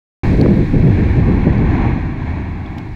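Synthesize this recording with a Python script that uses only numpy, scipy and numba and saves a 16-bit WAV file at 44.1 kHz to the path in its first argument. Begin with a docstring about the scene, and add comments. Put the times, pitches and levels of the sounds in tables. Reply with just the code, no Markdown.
"""A volcanic vent roars across an open crater: a turbulent gas jet with dense small bursts, each
smeared by the crater walls, swells once over a low rumble. Wind eddies buffet the microphone on the
rim, brighter in each gust and with a few sharp slaps, and die down after two seconds. The bass gathers
into brief throbs, a faint hiss lies behind, and a few small ticks sound close by.
The sound cuts in abruptly after a short silence."""
import sys
import numpy as np
from scipy import signal
from scipy.fft import rfft, irfft
from scipy.io import wavfile
from scipy.ndimage import uniform_filter1d
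from numba import njit

SR = 44100
rng = np.random.default_rng(int(sys.argv[2]) if len(sys.argv) > 2 else 0)


def unload_wav(signal):
    """Save mono or channel-first audio to the path in sys.argv[1] as 16-bit WAV at rate SR, clipped to [-1, 1]."""
    wavfile.write(
        sys.argv[1],
        SR,
        np.round(np.clip(np.atleast_2d(signal).T, -1, 1) * 32767).astype(np.int16),
    )


N = 130095
TIME = np.arange(N) / SR
START_S = .234

# Strength of the gas jet: t/s, relative roar level/dB, relative rasp level/dB
JET_LEVELS = [(.24, -28, -31), (.3, -33, -33), (.38, -40, -36.5), (.68, -39, -37), (.85, -37, -36.5),
              (.95, -36.5, -34), (1.1, -36.5, -34.5), (1.27, -32, -35.5), (1.45, -33, -34),
              (1.66, -32, -35), (1.76, -28.5, -32), (1.84, -26, -32.5), (1.91, -32.5, -34.5),
              (2.15, -37.5, -40.5), (2.3, -35, -37.5), (2.55, -39, -42), (2.8, -38.5, -42),
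              (2.95, -46, -47)]
# Spectra of the vent's roar, rasp and deep rumble: f/Hz, relative level/dB
ROAR_SPECTRUM = [(300, -28.5), (520, -11.5), (640, -4), (780, -0.5), (980, -1.5), (1130, -7.5),
                 (1290, -16.5), (1600, -24), (3000, -73), (8000, -100)]
RASP_SPECTRUM = [(900, -32), (1300, -11), (1480, -3.5), (1720, 0.5), (1940, -0.5), (2050, -3), (2200, 2),
                 (2450, -4.5), (2750, -10), (3050, -20), (3300, -14.5), (3650, -20.5), (4100, -16.5),
                 (4550, -28.5), (5200, -31.5), (6600, -32.5), (8200, -47.5), (11000, -66), (16000, -76)]
RUMBLE_SPECTRUM = [(15, -18.5), (35, 1.5), (60, 5), (85, 11.5), (130, -6), (300, -2.5), (400, -14),
                   (520, -34), (900, -62), (5000, -120)]
# Strength of the wind's buffeting and of its slow push: t/s, relative level/dB
GUST_LEVELS = [(.24, -18), (.3, -16), (.34, -12), (.365, -18.5), (.395, -9.5), (.445, -9.5), (.47, -12),
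               (.505, -10.5), (.545, -17), (.58, -11), (.63, -16), (.665, -24), (.725, -22), (.742, -13.5),
               (.815, -16.5), (.86, -11), (.9, -11.5), (.94, -18), (1.02, -15), (1.15, -21), (1.19, -13),
               (1.24, -23), (1.285, -13), (1.44, -21), (1.475, -12.5), (1.53, -18), (1.63, -15),
               (1.72, -21.5), (1.84, -17.5), (2.05, -24.5), (2.2, -28), (2.33, -26), (2.95, -35.5)]
PUSH_LEVELS = [(.23, -21.5), (.275, -10.5), (.37, -18), (.41, -36), (.47, -14), (.56, -17), (.6, -12.5),
               (.68, -20), (.76, -11.5), (1.08, -19.5), (1.12, -19), (1.2, -14), (1.25, -16), (1.3, -11.5),
               (1.45, -18.5), (1.5, -13.5), (1.83, -18.5), (2.1, -25.5), (2.45, -30.5), (2.72, -34),
               (2.82, -42), (2.95, -25.5)]
# Spectrum of the slow push: f/Hz, relative level/dB
PUSH_SPECTRUM = [(8, -24), (22, 0.5), (45, -1.5), (90, -4), (125, 2), (200, -19.5), (500, -49.5),
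                 (3000, -120)]
# Envelope of the hiss: t/s, relative level/dB
HISS_LEVELS = [(.23, -53.5), (.45, -58), (.8, -60.5), (1.3, -64), (1.7, -71.5), (2.6, -70), (2.95, -67.5)]
# Spectrum of the hiss: f/Hz, relative level/dB
HISS_SPECTRUM = [(2000, 4.5), (4000, 22.5), (5200, 12.5), (8000, 5), (10000, -1.5), (14000, -4), (16000, 1)]
# Throbs of the rumble: t/s, duration/s, level/dB, start f/Hz, end f/Hz
THROB_EVENTS = [(0.246, 0.024, -10, 120, 108), (0.333, 0.05, -11, 58, 50), (0.486, .048, -5, 204, 195),
                (0.561, 0.038, -7.5, 155, 132.3), (0.829, .082, -4, 177.8, 112.1),
                (0.902, 0.074, -7.5, 105, 86), (1.091, 0.035, -8, 82, 71), (1.168, .036, -6.5, 155, 135),
                (1.495, 0.048, -11.5, 66, 54), (1.684, 0.031, -9, 97, 92)]
# Nearby ticks: t/s, rise/s, decay/s, crack level/dB, tilt/(dB per octave), ring f/Hz, ring level/dB
TICK_EVENTS = [(0.4126, .0005, 0.0011, -27, 0.5, 4380, -18), (0.4594, .001, .0014, -54, -2, 1150, -17),
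               (1.377, 0.0038, .005, -56, 6, 13800, -62), (1.5808, .0005, .001, -43, -2, 4500, -34.5),
               (2.657, .006, 0.0049, -42, -9, 3450, -39), (2.7825, 0.00061, .0036, -34, -3.5, 2930, -41)]
# Spectrum of a tick's crack before its tilt: f/Hz, relative level/dB
CRACK_SPECTRUM = [(500, -14), (1800, 9.5), (3700, 9.5), (5400, 8.5), (6600, -2.5), (9000, -7),
                  (14000, -5.5), (16000, -12.5)]
# Slaps of wind: t/s, peak level/dB, spectral peak f/Hz
SLAP_EVENTS = [(0.4618, -5, 258), (0.7393, -6, 135), (1.4698, -3.5, 225), (1.4747, -8.5, 312)]


def undb(db):
    """Amplitude ratio of a level in decibels."""
    return 10 ** (np.asarray(db) / 20)


def unit(x):
    """Normalisation to rms 1."""
    return x / np.sqrt(np.mean(x ** 2))


def curve(rows, column=1):
    """Linear interpolation of one table column in time."""
    rows = np.array(rows)
    return np.interp(TIME, rows[:, 0], rows[:, column])


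def colour(x, spectrum):
    """Spectral shaping by (f/Hz, level/dB) points, normalised to rms 1."""
    hz, db = np.array(spectrum).T
    f = np.maximum(np.fft.rfftfreq(N, 1 / SR), 1)
    gain = undb(np.interp(np.log(f), np.log(hz), db))
    return unit(irfft(rfft(x) * gain, N))


def noise():
    """Gaussian white noise."""
    return rng.standard_normal(N)


def drift(per_s):
    """Moving averages turn noise into a smooth random drift of rms 1."""
    width = int(SR / per_s)
    return unit(uniform_filter1d(uniform_filter1d(noise(), width), width))


def steady(x, window_s=.03, evenness=.92):
    """Envelope compression: dividing by a power of the local rms removes most chance swells."""
    width = int(window_s * SR)
    power = uniform_filter1d(uniform_filter1d(x ** 2, width), width // 2)
    return unit(x / np.maximum(power, 1e-9) ** (evenness / 2))


@njit
def lowpass(x, cutoff_hz, damping):
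    """Two integrators in a feedback loop form a state-variable low-pass with a moving cutoff."""
    y, band_state, low_state = np.empty(len(x)), 0., 0.
    for i in range(len(x)):
        g = np.tan(np.pi * cutoff_hz[i] / SR)
        band = (band_state + g * (x[i] - low_state)) / (1 + g * (g + damping))
        y[i] = low_state + g * band
        band_state, low_state = 2 * band - band_state, 2 * y[i] - low_state
    return y


def gas_jet(bursts_per_s=500, burst_share=.23, crater_decay_s=.0082):
    """Jet noise adds in power to random bursts convolved with the response of the crater walls."""
    onsets = rng.random(N) < bursts_per_s / SR
    bursts = onsets * undb(2.5 * np.minimum(rng.exponential(size=N), 3))
    crater_response = noise() * np.exp(-TIME / crater_decay_s)
    crackle = unit(irfft(rfft(bursts - bursts.mean()) * rfft(crater_response), N))
    return np.sqrt(burst_share) * crackle + np.sqrt(1 - burst_share) * noise()


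def vent(swell_s=.3, flutter_db=.23):
    """A turbulent jet radiates broadband noise: roar, rasp and rumble, fluttering together."""
    roar_db, rasp_db = curve(JET_LEVELS), curve(JET_LEVELS, column=2)
    roar = colour(gas_jet(), ROAR_SPECTRUM) * undb(roar_db + .5)
    rasp = colour(gas_jet(), RASP_SPECTRUM) * undb(rasp_db + .5)
    rumble = steady(colour(noise(), RUMBLE_SPECTRUM)) * undb(rasp_db + 16.5)
    swell = np.clip((TIME - START_S) / swell_s, 0, 1)  # the rumble builds behind the first rush of gas
    return (roar + rasp + swell * rumble) * undb(flutter_db * drift(per_s=20))


def wind(octaves_per_db=.0349, damping=1.464):
    """Turbulent pressure at the microphone: stronger gusts bring smaller, brighter eddies."""
    gust_db = curve(GUST_LEVELS)
    cutoff_hz = np.clip(296 * 2 ** (octaves_per_db * (gust_db + 12.5)), 60, 2000)
    eddies = signal.sosfilt(signal.butter(2, 102, "high", fs=SR, output="sos"), noise())
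    eddies = lowpass(eddies, cutoff_hz, damping)
    eddies = lowpass(eddies, cutoff_hz * 1.313, damping)
    buffeting = steady(eddies / np.sqrt(cutoff_hz)) * undb(gust_db + 1)
    slow_push = steady(colour(noise(), PUSH_SPECTRUM)) * undb(curve(PUSH_LEVELS))
    return buffeting + slow_push


def hiss():
    """Filtered noise with a spectral peak near 4 kHz is heard as a faint, fading hiss."""
    return colour(noise(), HISS_SPECTRUM) * undb(curve(HISS_LEVELS) + 9)


def with_throbs(churn, duck_db=-3, bass_hz=240):
    """Frequency modulation: churning air gathers into unsteady, sinking booms, and its bass gives way."""
    booms, presence = np.zeros(N), np.zeros(N)
    for at, duration, db, start_hz, end_hz in THROB_EVENTS:
        progress = np.clip((TIME - at) / duration, 0, 1)
        hz = start_hz * (end_hz / start_hz) ** progress * (1 + .05 * drift(per_s=76))
        envelope = np.sqrt(np.abs(np.sin(np.pi * progress)))
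        booms += undb(db) * envelope * np.sin(2 * np.pi * np.cumsum(hz) / SR)
        presence = np.maximum(presence, envelope)
    bass = signal.sosfiltfilt(signal.butter(2, bass_hz, fs=SR, output="sos"), churn)
    return booms + churn - bass * (1 - undb(duck_db * presence))


def ticks():
    """Damped transients: in each tick a broadband crack and a rough ring decay exponentially."""
    out = np.zeros(N)
    for at, rise, decay, crack_db, tilt, ring_hz, ring_db in TICK_EVENTS:
        age = TIME - at
        envelope = np.clip(age / rise, 0, 1) * np.exp(-np.maximum(age - rise, 0) / decay)
        crack = colour(noise(), [(f, db + tilt * np.log2(f)) for f, db in CRACK_SPECTRUM])
        rough_hz = ring_hz * (1 + .07 * drift(per_s=2400))
        ring = np.sin(2 * np.pi * np.cumsum(rough_hz) / SR)
        out += envelope * (undb(crack_db) * crack + undb(ring_db) * ring)
    return out


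def wind_slaps():
    """A single strong eddy gives a bipolar pressure pulse: one push, then one pull."""
    out = np.zeros(N)
    for at, db, hz in SLAP_EVENTS:
        phase = 2 * np.pi * hz * (TIME - at)
        out += undb(db) * -phase * np.exp((1 - phase ** 2) / 2)  # derivative of a Gaussian
    return out


def scene():
    """Superposition: the pressures of all sources add at one microphone."""
    background = hiss()
    churn = vent() + wind()
    return (with_throbs(churn) + background + ticks() + wind_slaps())[None]


def record(dry, ceiling=.98, top_hz=15800):
    """A gate opens abruptly, soft saturation rounds the highest peaks and a low-pass cuts the top."""
    gate = np.clip((TIME - START_S) / .0007, 0, 1)
    rounded = dry / (1 + (dry / ceiling) ** 4) ** (1 / 4)
    return signal.sosfilt(signal.ellip(10, .1, 80, top_hz, fs=SR, output="sos"), gate * rounded)


dry = scene()
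out = record(dry)
unload_wav(out)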